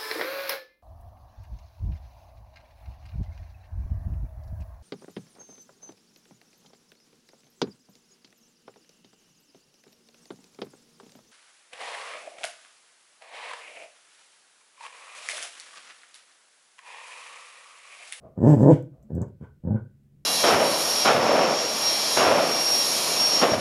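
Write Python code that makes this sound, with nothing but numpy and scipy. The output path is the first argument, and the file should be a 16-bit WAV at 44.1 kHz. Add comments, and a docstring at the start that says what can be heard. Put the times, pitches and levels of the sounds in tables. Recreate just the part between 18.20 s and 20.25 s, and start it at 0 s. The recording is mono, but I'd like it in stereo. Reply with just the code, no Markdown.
"""A brief brush of fur on carpet, then a gruff double woof from a large dog, right up close in a bedroom.
It grumbles three times, lower and softer, as it crosses the floor from left to right. Uneven pulses
of the vocal folds ring its throat, air hisses through its teeth, and each growl ends in a puff.
Soft thumps and a few light ticks come with its steps; the room echoes briefly and hums faintly."""
import sys
import numpy as np
from scipy import signal
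from scipy.fft import rfft, irfft
from scipy.io import wavfile

SR = 44100
rng = np.random.default_rng(int(sys.argv[2]) if len(sys.argv) > 2 else 0)


def put_to_file(sound):
    """Save the sound as 16-bit audio at rate SR, in the file named by the first command-line argument."""
    columns = np.atleast_2d(sound).T  # one column per channel
    safe = np.clip(columns, -1, 1)
    whole_steps = np.round(safe * 32767)
    wavfile.write(sys.argv[1], SR, whole_steps.astype(np.int16))


N = 90404


def growl(curve, size=4096, bands=40):
    """Uneven pulses of the vocal folds ring the throat; returns the voice and the pulse times."""
    # throat and muzzle: f/Hz, level with lips closed/dB, level with mouth open/dB
    throat_shape = [(30.5, -41, -40.5), (55.56, 0, -20), (111.2, 8.5, -13.5), (160, 4, -6.5),
                    (229.8, -1, -3.5), (288, -10.5, 6.5), (390, -15, 0), (453.7, -18.5, 2.5),
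                    (700, -34, -7.5), (765, -30, -28), (832, -41, -11), (1010, -47.5, -23.5),
                    (1150, -46, -39), (1300, -51, -48.5), (1775, -57, -42), (1980, -79, -62),
                    (4000, -91.5, -76.5), (16000, -99, -100)]
    # the dog's path from left to right: t/s, lead of the left microphone/ms
    path = [(0.55, 0.12), (0.9, -0.16)]
    jitter, drift, shimmer_db = 0.13, 0.052, 4  # spread of timing, period and strength at full roughness
    rasp_db, breath_db = 5, 1  # treble flicker and throat turbulence at full roughness
    opening_hz, preroll_s = 204, 0.02  # the folds open gradually, then snap shut: lower is slower
    scatter_db, scatter_s, pan_db_per_ms = -0.5, 0.008, 1.5
    times, *controls = np.transpose(curve)
    hz, t = np.fft.rfftfreq(size, 1 / SR), np.arange(size) / SR
    closed, opened = (read(throat_shape, hz, column) + resonances(hz) for column in (1, 2))
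    band_hz, upper = np.geomspace(100, SR / 2, bands), treble(hz, corner_hz=480)
    opening = ((opening_hz + 1j * hz) / (opening_hz - 1j * hz)) ** 2
    opening *= np.exp(-2j * np.pi * hz * preroll_s)
    scatter = diffuse_noise(size) * np.exp(-t / scatter_s)  # reflections off floor and furniture
    scatter = amp(scatter_db) * upper * rfft(scatter) / np.linalg.norm(scatter[0])
    voice, pulse_times, beat = np.zeros((2, N)), [], times[0]
    wobbles, noises = rng.standard_normal((64, bands + 3)), rng.standard_normal((64, size))
    for (late, slow, strong, *flicker), noise in zip(wobbles, noises):
        if beat > times[-1]:
            break
        pitch, db, mouth, rough = (np.interp(beat, times, c) for c in controls)
        s = beat + jitter * rough * late / pitch
        rasp = rough * rasp_db * upper * read(np.c_[band_hz, flicker], hz)
        throat = causal(closed + mouth * (opened - closed) + rasp)
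        breath = noise * np.exp(-((t - preroll_s) * pitch) ** 2)
        drive = opening + np.sqrt(rough) * amp(breath_db) * upper * rfft(breath) / np.linalg.norm(breath)
        lead_ms = np.interp(s, *np.transpose(path)) * np.array([[1], [-1]])
        direct = amp(pan_db_per_ms * lead_ms) * np.exp(1j * np.pi * hz * lead_ms / 1000)
        pulse = irfft(throat * drive * (direct + scatter))
        add(voice, s - preroll_s, pulse * np.sqrt(SR / pitch) * amp(db + rough * shimmer_db * strong))
        pulse_times.append(s)
        beat += np.exp(drift * rough * slow) / pitch
    return voice, pulse_times


def resonances(hz):
    """Narrow rings of the throat and nose, as a boost in dB."""
    # resonant peaks: f/Hz, width/Hz, boost/dB
    peaks = [(460.5, 60, 0), (546, 66, 6), (815.5, 36, 5.5), (932, 50, 6.5), (1514, 30, 11),
             (1752, 45, 5.5), (2260, 30, 8), (3050, 180, 2)]
    return sum(20 * np.log10(abs(1 + (amp(db) - 1) / (1 + 2j * (hz - centre) / width)))
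               for centre, width, db in peaks)


def teeth_hiss(pulse_times, decay_s=0.007):
    """Each pulse of the folds lets a spurt of air rush through the teeth."""
    # strength of the spurts: t/s, level/dB
    airflow = [(0.18, -70), (0.24, -53.5), (0.28, -45), (0.33, -47), (0.365, -54), (0.41, -47.5),
               (0.47, -55.5), (0.51, -47), (0.55, -69), (0.9, -76), (0.96, -70), (1.03, -82), (1.09, -62),
               (1.5, -101.5)]
    # tone of the hiss: f/Hz, level/dB
    hiss_tone = [(300, -30), (1000, 7), (1750, 9), (2100, -2), (3000, -4.5), (4200, -14), (4900, -4),
                 (5800, -7.5), (7700, 2.5), (8600, -7.5), (9600, -17), (13000, -13), (16000, -15.5)]
    envelope, spurt = np.zeros((2, N)), np.exp(-np.arange(4096) / SR / decay_s)[None]
    for s in pulse_times:
        add(envelope, s, amp(np.interp(s, *np.transpose(airflow))) * spurt)
    return envelope * colour(rng.standard_normal((2, N)), hiss_tone) * amp([[1.5], [-1.5]])


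def puffs(nose_hz=1490, nose_width_hz=110, nose_decay_s=0.046):
    """Air leaves the muzzle as the folds let go, and lingers as a narrow ring in the nose."""
    # one puff per growl: t/s, rise/s, decay/s, level/dB, treble shelf/dB, nasal ring level/dB
    exhales = [(0.536, 0.027, 0.034, -44.5, 30, -54.5), (1.033, 0.03, 0.019, -43, -35, -62),
               (1.247, 0.027, 0.023, -52.5, 0.5, -60), (1.577, 0.035, 0.021, -47, -18, -53)]
    # tone of breath in the muzzle: f/Hz, level/dB
    muzzle = [(100, -15.5), (500, 2), (800, -11), (1020, 1.5), (1250, -8), (1500, -10), (1750, -14.5),
              (2200, -15), (2650, -25), (3200, -23), (4000, -36.5), (8000, -39), (16000, -63)]
    out, hz = np.zeros((2, N)), np.geomspace(100, SR / 2, 512)
    nose = -20 * np.log10(1 + (2 * (hz - nose_hz) / nose_width_hz) ** 2)
    for s, rise, decay, db, treble_db, nose_db in exhales:
        tone = read(muzzle, hz) + resonances(hz) + treble_db * treble(hz, corner_hz=2200)
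        out += amp(db) * swell(s, rise, decay) * colour(diffuse_noise(N), np.c_[hz, tone])
        out += amp(nose_db) * swell(s, rise, nose_decay_s) * colour(diffuse_noise(N), np.c_[hz, nose])
    return out


def ticks(size=1024, decay_s=0.00013):
    """Tiny bright clicks that hardly ring, as the dog moves."""
    # clicks: t/s, peak level/dB, left minus right/dB
    hits = [(0.429, -39.5, -8), (0.626, -42.5, 0), (0.828, -46, -3.5), (0.9516, -37, -7),
            (1.0175, -33.5, -10), (1.0245, -42.5, 1)]
    # tone of a click: f/Hz, level/dB
    tick_tone = [(1000, -41), (4000, -21), (5300, -13.5), (6300, 0.5), (7700, 5.5), (9000, -11),
                 (13000, -10.5), (16000, -33.5)]
    out, t = np.zeros((2, N)), np.arange(size) / SR
    ring = causal(read(tick_tone, np.fft.rfftfreq(size, 1 / SR)))
    for s, db, pan_db in hits:
        burst = rng.standard_normal((2, size)) * np.exp(-t / decay_s)
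        click = irfft(rfft(burst) * ring)
        add(out, s, click / abs(click).max() * amp([[db + pan_db / 2], [db - pan_db / 2]]))
    return out


def thumps(rise_s=0.017):
    """Padded weight gives the floor a low push that dies at once."""
    # paws and body on the carpet: t/s, f/Hz, envelope peak/dB
    footfalls = [(0.704, 134.5, -46), (0.774, 60, -46), (0.838, 217.4, -47.5), (1.291, 77.8, -45.5),
                 (1.656, 105, -42.5), (1.966, 140, -54.5)]
    out, t = np.zeros((2, N)), np.arange(SR // 4) / SR
    envelope = t / rise_s * np.exp(1 - t / rise_s)
    for s, hz, db in footfalls:
        add(out, s, amp(db) * envelope * np.sin(2 * np.pi * hz * t)[None])
    return out


def shuffles():
    """Dull rubbing of fur on carpet."""
    # brushes of the body: t/s, rise/s, decay/s, level/dB
    brushes = [(0.07, 0.047, 0.039, -45.5), (0.75, 0.029, 0.13, -59.5)]
    # tone of rubbed carpet: f/Hz, level/dB
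    carpet = [(40, 3.5), (140, -2), (300, -8.5), (480, -3), (640, 3), (900, -18), (1200, -12.5),
              (1600, -30.5), (4000, -51.5), (16000, -63)]
    envelope = sum(amp(db) * swell(s, rise, decay) for s, rise, decay, db in brushes)
    return envelope * colour(diffuse_noise(N), carpet)


def room_echo(send, size=32768, onset_s=0.004):
    """The short, soft echo of a furnished bedroom."""
    # reverb time: f/Hz, t60/s
    t60 = [(60, 0.3), (150, 0.37), (500, 0.32), (1500, 0.17), (4000, 0.19), (9000, 0.1)]
    reflections = diffuse_noise(size) * np.clip(np.arange(size) / SR / onset_s, 0, 1) ** 2
    hz, t, frames = signal.stft(reflections, SR, nperseg=256)
    fall_db = -60 * t / read(t60, hz)[:, None]
    tail = signal.istft(frames * amp(fall_db), SR)[1]
    return signal.fftconvolve(send, tail / np.linalg.norm(tail[0]), axes=1)[:, :N]


def room_tone(bed_db=-48):
    """A faint hum over a bed of low rumble and microphone hiss."""
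    # hum tones: f/Hz, level/dB
    partials = [(59.2, -70), (140.0, -62), (209.9, -73)]
    # rumble and hiss: f/Hz, level/dB
    bed_tone = [(20, 17), (60, -2), (95, -3), (140, -1.5), (210, -7.5), (300, -14.5), (500, -25.5),
                (900, -38), (2000, -36.5), (3500, -41.5), (16000, -43.5)]
    t = np.arange(N) / SR
    hum = sum(amp(db) * np.sqrt(2) * np.sin(2 * np.pi * (hz * t + rng.random())) for hz, db in partials)
    return hum + amp(bed_db) * colour(diffuse_noise(N), bed_tone)


def diffuse_noise(size, shared_below_hz=800):
    """Noise from all around: two close microphones share its bass but not its treble."""
    left, other = rfft(rng.standard_normal((2, size)))
    shared = 1 - treble(np.fft.rfftfreq(size, 1 / SR), shared_below_hz)
    return irfft(np.array([left, shared * left + np.sqrt(1 - shared ** 2) * other]), size)


def amp(db):
    """Decibels to gain."""
    return 10 ** (np.asarray(db) / 20)


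def treble(hz, corner_hz):
    """A shelf that rises from zero in the bass to one in the treble."""
    return hz ** 2 / (hz ** 2 + corner_hz ** 2)


def read(points, hz, column=1):
    """Reads one column of a table along log frequency."""
    table = np.array(points)
    return np.interp(np.log(hz + 1), np.log(table[:, 0]), table[:, column])


def add(mix, s, sound):
    """Mixes a sound in at s seconds."""
    part = mix[:, max(round(s * SR), 0):][:, :sound.shape[1]]
    part += sound[:, :part.shape[1]]


def colour(noise, tone):
    """Shapes N samples of noise with an EQ curve, to an rms of one."""
    shaped = irfft(rfft(noise) * amp(read(tone, np.fft.rfftfreq(N, 1 / SR))), N)
    return shaped / np.sqrt(np.mean(shaped ** 2) + 1e-20)


def causal(db):
    """Spectrum of the sharpest causal pulse with this tone, of energy one."""
    cepstrum = irfft(db * np.log(10) / 20)
    half = len(cepstrum) // 2
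    cepstrum[1:half] *= 2
    cepstrum[half + 1:] = 0
    spectrum = np.exp(rfft(cepstrum))
    return spectrum / np.linalg.norm(irfft(spectrum))


def swell(s, rise, decay):
    """A soft rise to a peak at s seconds and an exponential fall."""
    t = np.arange(N) / SR - s
    return np.exp(-(np.minimum(t, 0) / rise) ** 2 - np.maximum(t, 0) / decay)


def scene():
    """The dog's voice, breath and steps, their echo and the room tone."""
    # the double woof: t/s, pitch/Hz, level/dB, mouth opening/0-1, roughness/0-1
    woof = [(0.176, 61.9, -30.5, 0.32, 0.77), (0.2, 77.2, -25, 0.29, 0.54), (0.225, 98.65, -18, 0.4, 0.35),
            (0.252, 117.7, -14.5, 0.46, 0.54), (0.283, 156, -11, 0.52, 0.2),
            (0.325, 148.8, -10.5, 0.43, 0.04), (0.343, 141.6, -13, 0.56, 0.2),
            (0.356, 112.6, -19.5, 0.23, 0.71), (0.395, 106.8, -19, 0.42, 0.59),
            (0.435, 139.8, -13.5, 0.49, 0.34), (0.472, 136.2, -11, 0.56, 0.25),
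            (0.492, 159.3, -8.5, 0.7, 0.2), (0.511, 168.8, -11.5, 0.91, 0.31), (0.53, 150.3, -8.5, 0.04, 0),
            (0.552, 146.2, -32, 0.4, 0.44)]
    # three grumbles, each: t/s, pitch/Hz, level/dB, mouth opening/0-1, roughness/0-1
    grumbles = [
        [(0.906, 80.2, -32.5, 0.54, 0.4), (0.93, 79.47, -27, 0, 0.42), (0.955, 81.96, -28, 0.053, 0.59),
         (0.974, 90, -25.5, 0.31, 1), (1.0, 87.9, -27, 0.023, 0.62), (1.03, 101.5, -31, 0.19, 0.89),
         (1.055, 79, -38.5, 0, 0.42), (1.09, 73.4, -44, 0.2, .6)],
        [(1.212, 69.7, -38.5, 0.061, 0.13), (1.232, 101, -31, 0.017, 0.48), (1.25, 95, -55.5, .05, 0.51)],
        [(1.439, 82.2, -36.5, 0.079, 0.49), (1.472, 90, -25, 0.12, 0.57), (1.488, 86.06, -29, 0.19, 0.58),
         (1.507, 101.1, -19.5, 0.13, 0.66), (1.535, 108.8, -26.5, 0.068, 0.5), (1.555, 117.6, -21, 0.11, .1),
         (1.575, 116.2, -49.5, 0.2, .3)],
    ]
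    voice, air = np.zeros((2, N)), np.zeros((2, N))
    for curve in [woof] + grumbles:
        call, pulse_times = growl(curve)
        voice += call
        air += teeth_hiss(pulse_times)
    air += puffs()
    clicks = ticks()
    echo = room_echo(send=amp(-14) * voice + amp(-8) * air + amp(-7.5) * clicks)
    return voice + air + clicks + shuffles() + thumps() + echo + room_tone()


def record(dry, low_cut_hz=84, high_cut_hz=15900):
    """A gentle low cut thins the rumble; a steep high cut trims the very top."""
    thinned = signal.sosfilt(signal.butter(2, low_cut_hz, "high", fs=SR, output="sos"), dry)
    lowpass = signal.firwin(511, high_cut_hz, window=("kaiser", 9), fs=SR)
    return signal.oaconvolve(thinned, lowpass[None], "same")


dry = scene()
out = record(dry)
put_to_file(out)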